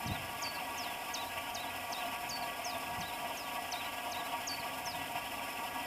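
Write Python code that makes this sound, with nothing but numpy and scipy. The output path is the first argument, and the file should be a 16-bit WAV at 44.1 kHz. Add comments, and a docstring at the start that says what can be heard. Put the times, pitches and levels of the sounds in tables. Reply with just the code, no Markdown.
"""A floating pond aerator drives a jet under the surface and gulps air down its intake pipe.
Air breaking into bubbles excites the pipe's hollow modes, and the same uneven flow modulates the
fizzing spray. Beneath them the water churns, bubbles ring and the submerged pump drones low.
Nearby a small bird repeats three kinds of falling chirp, each a gliding pure tone with a faint echo.
A few puffs of wind thump softly on the microphone."""
import sys
import numpy as np
from scipy import signal
from scipy.fft import rfft, irfft, next_fast_len
from scipy.io import wavfile
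from scipy.ndimage import uniform_filter1d, map_coordinates

SR = 44100
rng = np.random.default_rng(int(sys.argv[2]) if len(sys.argv) > 2 else 0)


def file_out(sig):
    """Save sig as 16-bit WAV at sys.argv[1]."""
    # one column per channel
    cols = np.atleast_2d(sig).T
    # limit, then scale
    lim = np.clip(cols, -1, 1)
    pcm = np.round(lim * 32767).astype(np.int16)
    wavfile.write(sys.argv[1], SR, pcm)


N = 258426

# modes of the intake pipe's air column: frequency_hz, bandwidth_hz, gain_db
PIPE_MODES = [(267, 36, -10), (480, 70, -20), (711, 46, 0), (948, 24, 1), (1146, 22, -2), (1421, 24, -9),
              (1655, 17, -4.5), (1951, 21, -5.5), (2159, 45, -11), (2348, 34, -8), (2534, 34, -7),
              (2715, 44, -7), (2939, 40, -9), (3155, 36, -10), (3355, 32, -13)]
# big gulps of air: centre_s, gurgle_change_db, rasp_change_db
GULPS = [(.172, 0, 3), (.46, 3.5, 1), (.61, 4, 3), (.695, 4, 1), (.89, 3.5, 2.5), (1.213, 2.5, 0),
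         (1.375, 2.5, 2), (1.668, 4, 1), (2.046, 7, 3), (2.14, 3, 2.5), (2.424, 4, 0), (2.606, 3.5, 1),
         (2.745, 5, 1), (2.915, 3, 0), (2.98, 5.5, .5), (3.25, 4.5, 2), (3.31, 4, 0), (3.581, 3, -0.5),
         (3.866, 3, 2.5), (4.082, 6.5, -0.5), (4.197, 5, .5), (4.343, 4, 1.5), (5.17, 2.5, 1),
         (5.396, 4, -1), (5.613, 3.5, 1), (5.775, 3, 2.5)]
# moments when the intake runs short of air: centre_s, rasp_change_db
LULLS = [(1.27, -4.5), (1.91, -4), (3.44, -2)]
# resonances of the nozzle: frequency_hz, bandwidth_hz, gain_db
NOZZLE_MODES = [(3620, 120, -2), (5230, 260, 0), (5500, 140, -6), (7110, 110, -5), (9650, 600, -8),
                (11500, 400, -7), (14100, 600, -8)]
# spectrum of the spray: frequency_hz, density_db
SPRAY_SPECTRUM = [(2000, 1.5), (3600, -3.5), (4600, 2.5), (6400, -0.5), (8200, 2), (9100, 1.5),
                  (12500, 2.5), (14200, 2), (15000, -1), (15500, -5.5)]
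# single droplets bursting: peak_s, level_db
DROPLETS = [(0.471, -52), (1.382, -49), (2.784, -49), (4.518, -48), (4.785, -47)]
# spectrum of the churning water: frequency_hz, density_db
CHURN_SPECTRUM = [(25, -19), (55, 0), (90, -13), (160, -4.5), (230, -5), (390, -1.5), (600, 1),
                  (900, -11.5), (1300, -2.5), (1800, -8), (2600, -7), (3300, -18), (4500, -46)]
# bands of the pump's drone: frequency_hz, bandwidth_hz, gain_db
PUMP_BANDS = [(91.4, 6.7, 1.5), (153, 8.4, -9.5), (270, 15.3, -1)]
# the bird's three calls, each opening with a steep swoop: age_s, pitch_hz, level_db
DIP = [(0, 6200, -16), (.007, 6480, 0), (.015, 4800, 1), (.023, 3850, -5), (.042, 3590, -6),
       (.07, 4030, -8), (.088, 3830, -11), (.104, 3480, -7), (.116, 3480, -35)]
HOLD = [(0, 6700, -17), (.008, 6780, 2), (.021, 4850, -1), (.033, 4500, -1), (.055, 4590, 0),
        (.087, 4450, -6), (.1, 4450, -35)]
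SLIDE = [(0, 6500, -17), (.007, 6560, 2), (.02, 5520, 1), (.034, 5200, -1), (.058, 4920, -4),
         (.07, 4150, -6), (.082, 3760, -9), (.125, 3520, -12), (.14, 3450, -30)]
# chirps: start_s, level_db, level_change_db, opening_shift_hz, call
CHIRPS = [(.062, -44.5, 7, -200, DIP), (.417, -39.5, 0.5, 0, HOLD), (.773, -42.5, 1, 102, SLIDE),
          (1.135, -36.5, -1, 150, DIP), (1.543, -38.5, -1, 250, DIP), (1.918, -41, 2, 0, DIP),
          (2.289, -38.5, -1, 0, HOLD), (2.642, -40.5, -1, 0, SLIDE), (3.002, -44.5, 7, -150, DIP),
          (3.365, -46.5, 0, 150, SLIDE), (3.715, -38.5, 0.5, -250, DIP), (4.113, -42, 3.5, 50, DIP),
          (4.467, -36.5, -4, 0, HOLD), (4.853, -41, -1.5, -200, SLIDE)]
# soft pips that close some calls, each an arch of pitch: start_s, level_db, top_hz, time_to_top_s
PIPS = [(.54, -44.5, 4800, .004), (1.259, -50, 4040, .018), (1.667, -51.5, 4020, .018),
        (2.043, -53, 4020, .018), (2.408, -45.5, 4780, .004), (3.127, -53, 4020, .018),
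        (3.84, -47.5, 4030, .018), (4.241, -52, 4020, .018), (4.585, -45.5, 4770, .004)]
# puffs of wind: peak_s, level_db, time_per_20_db_s
PUFFS = [(.064, -39, .035), (.114, -33.5, .045), (.235, -48, .16), (2.3, -56, .3), (2.9, -54, .25),
         (3.0, -48, 0.08), (4.6, -51, 0.03), (4.97, -55, 0.4)]
# spectrum of wind on the microphone: frequency_hz, density_db
WIND_SPECTRUM = [(25, -31), (50, -19), (85, -5), (140, -2.5), (200, -7.5), (330, -16), (700, -36),
                 (2000, -90)]


def intake(gulping):
    """Air-column resonance: air tearing into bubbles at the pipe's foot excites its modes."""
    split_hz, gulp_half_s, lull_half_s = 1300, 0.026, 0.029
    gurgle_db = -43.8 + swells([(s, db) for s, db, _ in GULPS], gulp_half_s)
    rasp_db = -46.5 + swells([(s, db) for s, _, db in GULPS], gulp_half_s) + swells(LULLS, lull_half_s)
    # large pockets of air drive the low modes
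    pockets = unit(noise() + amp(-4) * pops(rate=700, spread_db=12))
    pockets *= amp(0.95 * gulping + 0.5 * wobble(50))
    gurgle = ring(pockets, [mode for mode in PIPE_MODES if mode[0] < split_hz])
    gurgle = coloured(gurgle, [(100, 7.5), (250, -0.5), (1200, -0.5), (1500, -16), (4000, -32)])
    # a stream of small bubbles drives the high modes
    stream = noise() * amp(1.2 * gulping + 1.2 * wobble(60))
    rasp = ring(stream, [mode for mode in PIPE_MODES if mode[0] >= split_hz])
    rasp = coloured(rasp, [(700, 1), (1400, 0.5), (2400, 1.5), (3350, 1), (3600, 2), (5000, -23)])
    return amp(gurgle_db) * gurgle + amp(rasp_db) * rasp


def spray(gulping):
    """Amplitude modulation: air and droplets hiss through the nozzle, fluttering with the flow."""
    fizz = unit(noise() + amp(-7) * pops(rate=700, spread_db=18))
    hiss = coloured(fizz * amp(0.7 * gulping + 0.9 * wobble(90)), SPRAY_SPECTRUM)
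    nozzle = ring(noise() * amp(0.65 * gulping + 1.8 * wobble(60)), NOZZLE_MODES)
    return amp(-52) * hiss + amp(-55) * nozzle


def droplets():
    """Broadband transients: each droplet bursts in a brief, bright spit of noise."""
    t, t60_s = np.arange(N) / SR, 0.032
    envelope = sum(amp(db - 60 * np.abs(t - peak_s) / t60_s) for peak_s, db in DROPLETS)
    return envelope * coloured(noise(), [(4000, -29), (9000, 7), (12500, 7), (15500, -16)])


def churn():
    """Turbulence: the jet stirs the water into broadband noise of wavering level."""
    return amp(-53.5) * coloured(noise() * amp(0.71 * wobble(20)), CHURN_SPECTRUM)


def bubbles(count=220, centre_hz=2550, log_scatter=0.09, decay_cycles=11, spread_db=4):
    """Damped oscillation: each surfacing bubble rings briefly while its pitch rises."""
    when, detune, strength = rng.random(count), rng.standard_normal(count), rng.standard_normal(count)
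    t = np.arange(SR // 32) / SR
    hz = centre_hz * np.exp(log_scatter * detune)[:, None]
    age = t * hz / decay_cycles  # in decay time constants
    gain = amp(spread_db * np.minimum(strength, 2))[:, None]
    envelope = np.exp(-age) * (1 - np.exp(-8 * age))
    rings = gain * envelope * np.sin(2 * np.pi * hz * t * (1 + 0.023 * age))
    positions = (when * N).astype(int)[:, None] + np.arange(len(t))
    return amp(-57) * unit(np.bincount(positions.ravel(), rings.ravel(), N)[:N])


def pump():
    """Narrow-band noise: three low resonances make the submerged pump's rough drone."""
    return amp(-59.5) * ring(noise(), PUMP_BANDS)


def bird():
    """Frequency modulation: a pure whistle swoops down, often closed by a soft pip."""
    swoop_s = 0.0204  # the opening pitch shift dies away over this time
    pip_s, pip_fall_hz, pip_bend_s = 0.037, 950, 0.022
    song, size = np.zeros(N + SR), SR // 5
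    age = np.arange(size) / SR
    for start_s, level_db, change_db, shift_hz, call in CHIRPS:
        pitch_hz, contour_db = curves(call, size)
        progress = age / call[-1][0]
        envelope = amp(level_db + contour_db + change_db * progress) * (progress < 1)
        tone = whistle(pitch_hz + shift_hz * np.exp(-(age / swoop_s) ** 2))
        song[round(start_s * SR):][:size] += envelope * tone
    pip_envelope = np.sin(np.pi * np.minimum(age / pip_s, 1))
    for start_s, level_db, top_hz, top_s in PIPS:
        fall = 1 - np.exp(-((age - top_s) / pip_bend_s) ** 2)
        tone = whistle(top_hz - pip_fall_hz * fall)
        song[round(start_s * SR):][:size] += amp(level_db) * pip_envelope * tone
    return song[:N] * amp(1.3 * wobble(120))


def garden_echo(song, level_db=-11.5, t60_s=0.39):
    """Reverberation: the garden scatters the song into a faint, exponentially decaying tail."""
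    t = np.arange(SR // 2) / SR
    tail = rng.standard_normal(len(t)) * amp(-60 * t / t60_s)
    return song + amp(level_db) * signal.fftconvolve(song, tail / np.linalg.norm(tail))[:N]


def wind():
    """Pressure fluctuation: puffs of air swell and die away as low thumps on the microphone."""
    t = np.arange(N) / SR
    envelope = sum(amp(db - 20 * np.abs(t - peak_s) / fall_s) for peak_s, db, fall_s in PUFFS)
    return envelope * coloured(noise(), WIND_SPECTRUM)


def amp(db):
    """Decibels to amplitude ratio."""
    return 10 ** (np.asarray(db) / 20)


def unit(x):
    """Normalisation to rms 1."""
    return x / np.sqrt(np.mean(x ** 2) + 1e-20)


def noise():
    """Gaussian white noise."""
    return rng.standard_normal(N)


def pops(rate, spread_db):
    """Shot noise: on average rate impulses a second, of scattered size, at rms 1."""
    return unit((rng.random(N) < rate / SR) * np.sign(noise()) * amp(-spread_db * rng.random(N)))


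def wobble(rate):
    """Random modulation: a smooth curve through rate knots a second."""
    return map_coordinates(rng.standard_normal(int(N * rate / SR) + 4), [np.arange(N) * rate / SR])


def swells(rows, half_s):
    """Superposition of Gaussian swells, each falling to 1/e at half_s from its centre."""
    t = np.arange(N) / SR
    return sum(height * np.exp(-((t - centre_s) / half_s) ** 2) for centre_s, height in rows)


def curves(rows, size):
    """Linear interpolation: one value per sample for each column after the time."""
    times_s, *columns = np.transpose(rows)
    return [np.interp(np.arange(size) / SR, times_s, column) for column in columns]


def whistle(hz):
    """Phase as the integral of frequency: a sine follows a smoothed pitch curve."""
    return np.sin(2 * np.pi * np.cumsum(uniform_filter1d(hz, size=170)) / SR)


def filtered(x, response):
    """Linear filtering: the spectrum of x times a frequency response."""
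    size = next_fast_len(N + SR // 2)
    return irfft(rfft(x, size) * response(np.fft.rfftfreq(size, 1 / SR)), size)[:N]


def coloured(x, spectrum):
    """Spectral shaping by (frequency_hz, gain_db) points on a log axis, at rms 1."""
    points_hz, db = np.transpose(spectrum)
    return unit(filtered(x, lambda hz: amp(np.interp(np.log(hz + 1), np.log(points_hz), db))))


def ring(x, modes):
    """Modal superposition: x drives resonances of alternating sign, as along a pipe, at rms 1."""
    def response(hz):
        return sum((-1) ** k * amp(db) * 1j * hz * width / (centre ** 2 - hz ** 2 + 1j * hz * width)
                   for k, (centre, width, db) in enumerate(modes))
    return unit(filtered(x, response))


def scene():
    """Superposition of all sources; one uneven gulping modulates both the pipe and the spray."""
    gulping = unit(wobble(45) + 0.5 * wobble(100))
    gulping = unit(gulping - uniform_filter1d(gulping, size=SR // 8))  # the mean air flow stays steady
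    aerator = intake(gulping) + spray(gulping) + droplets() + churn() + bubbles() + pump()
    return (aerator + garden_echo(bird()) + wind())[None]


def record(dry):
    """Band limiting: an ideal low-pass filter removes the highest treble."""
    cutoff_hz = 15480
    return filtered(dry[0], lambda hz: hz < cutoff_hz)[None]


dry = scene()
out = record(dry)
file_out(out)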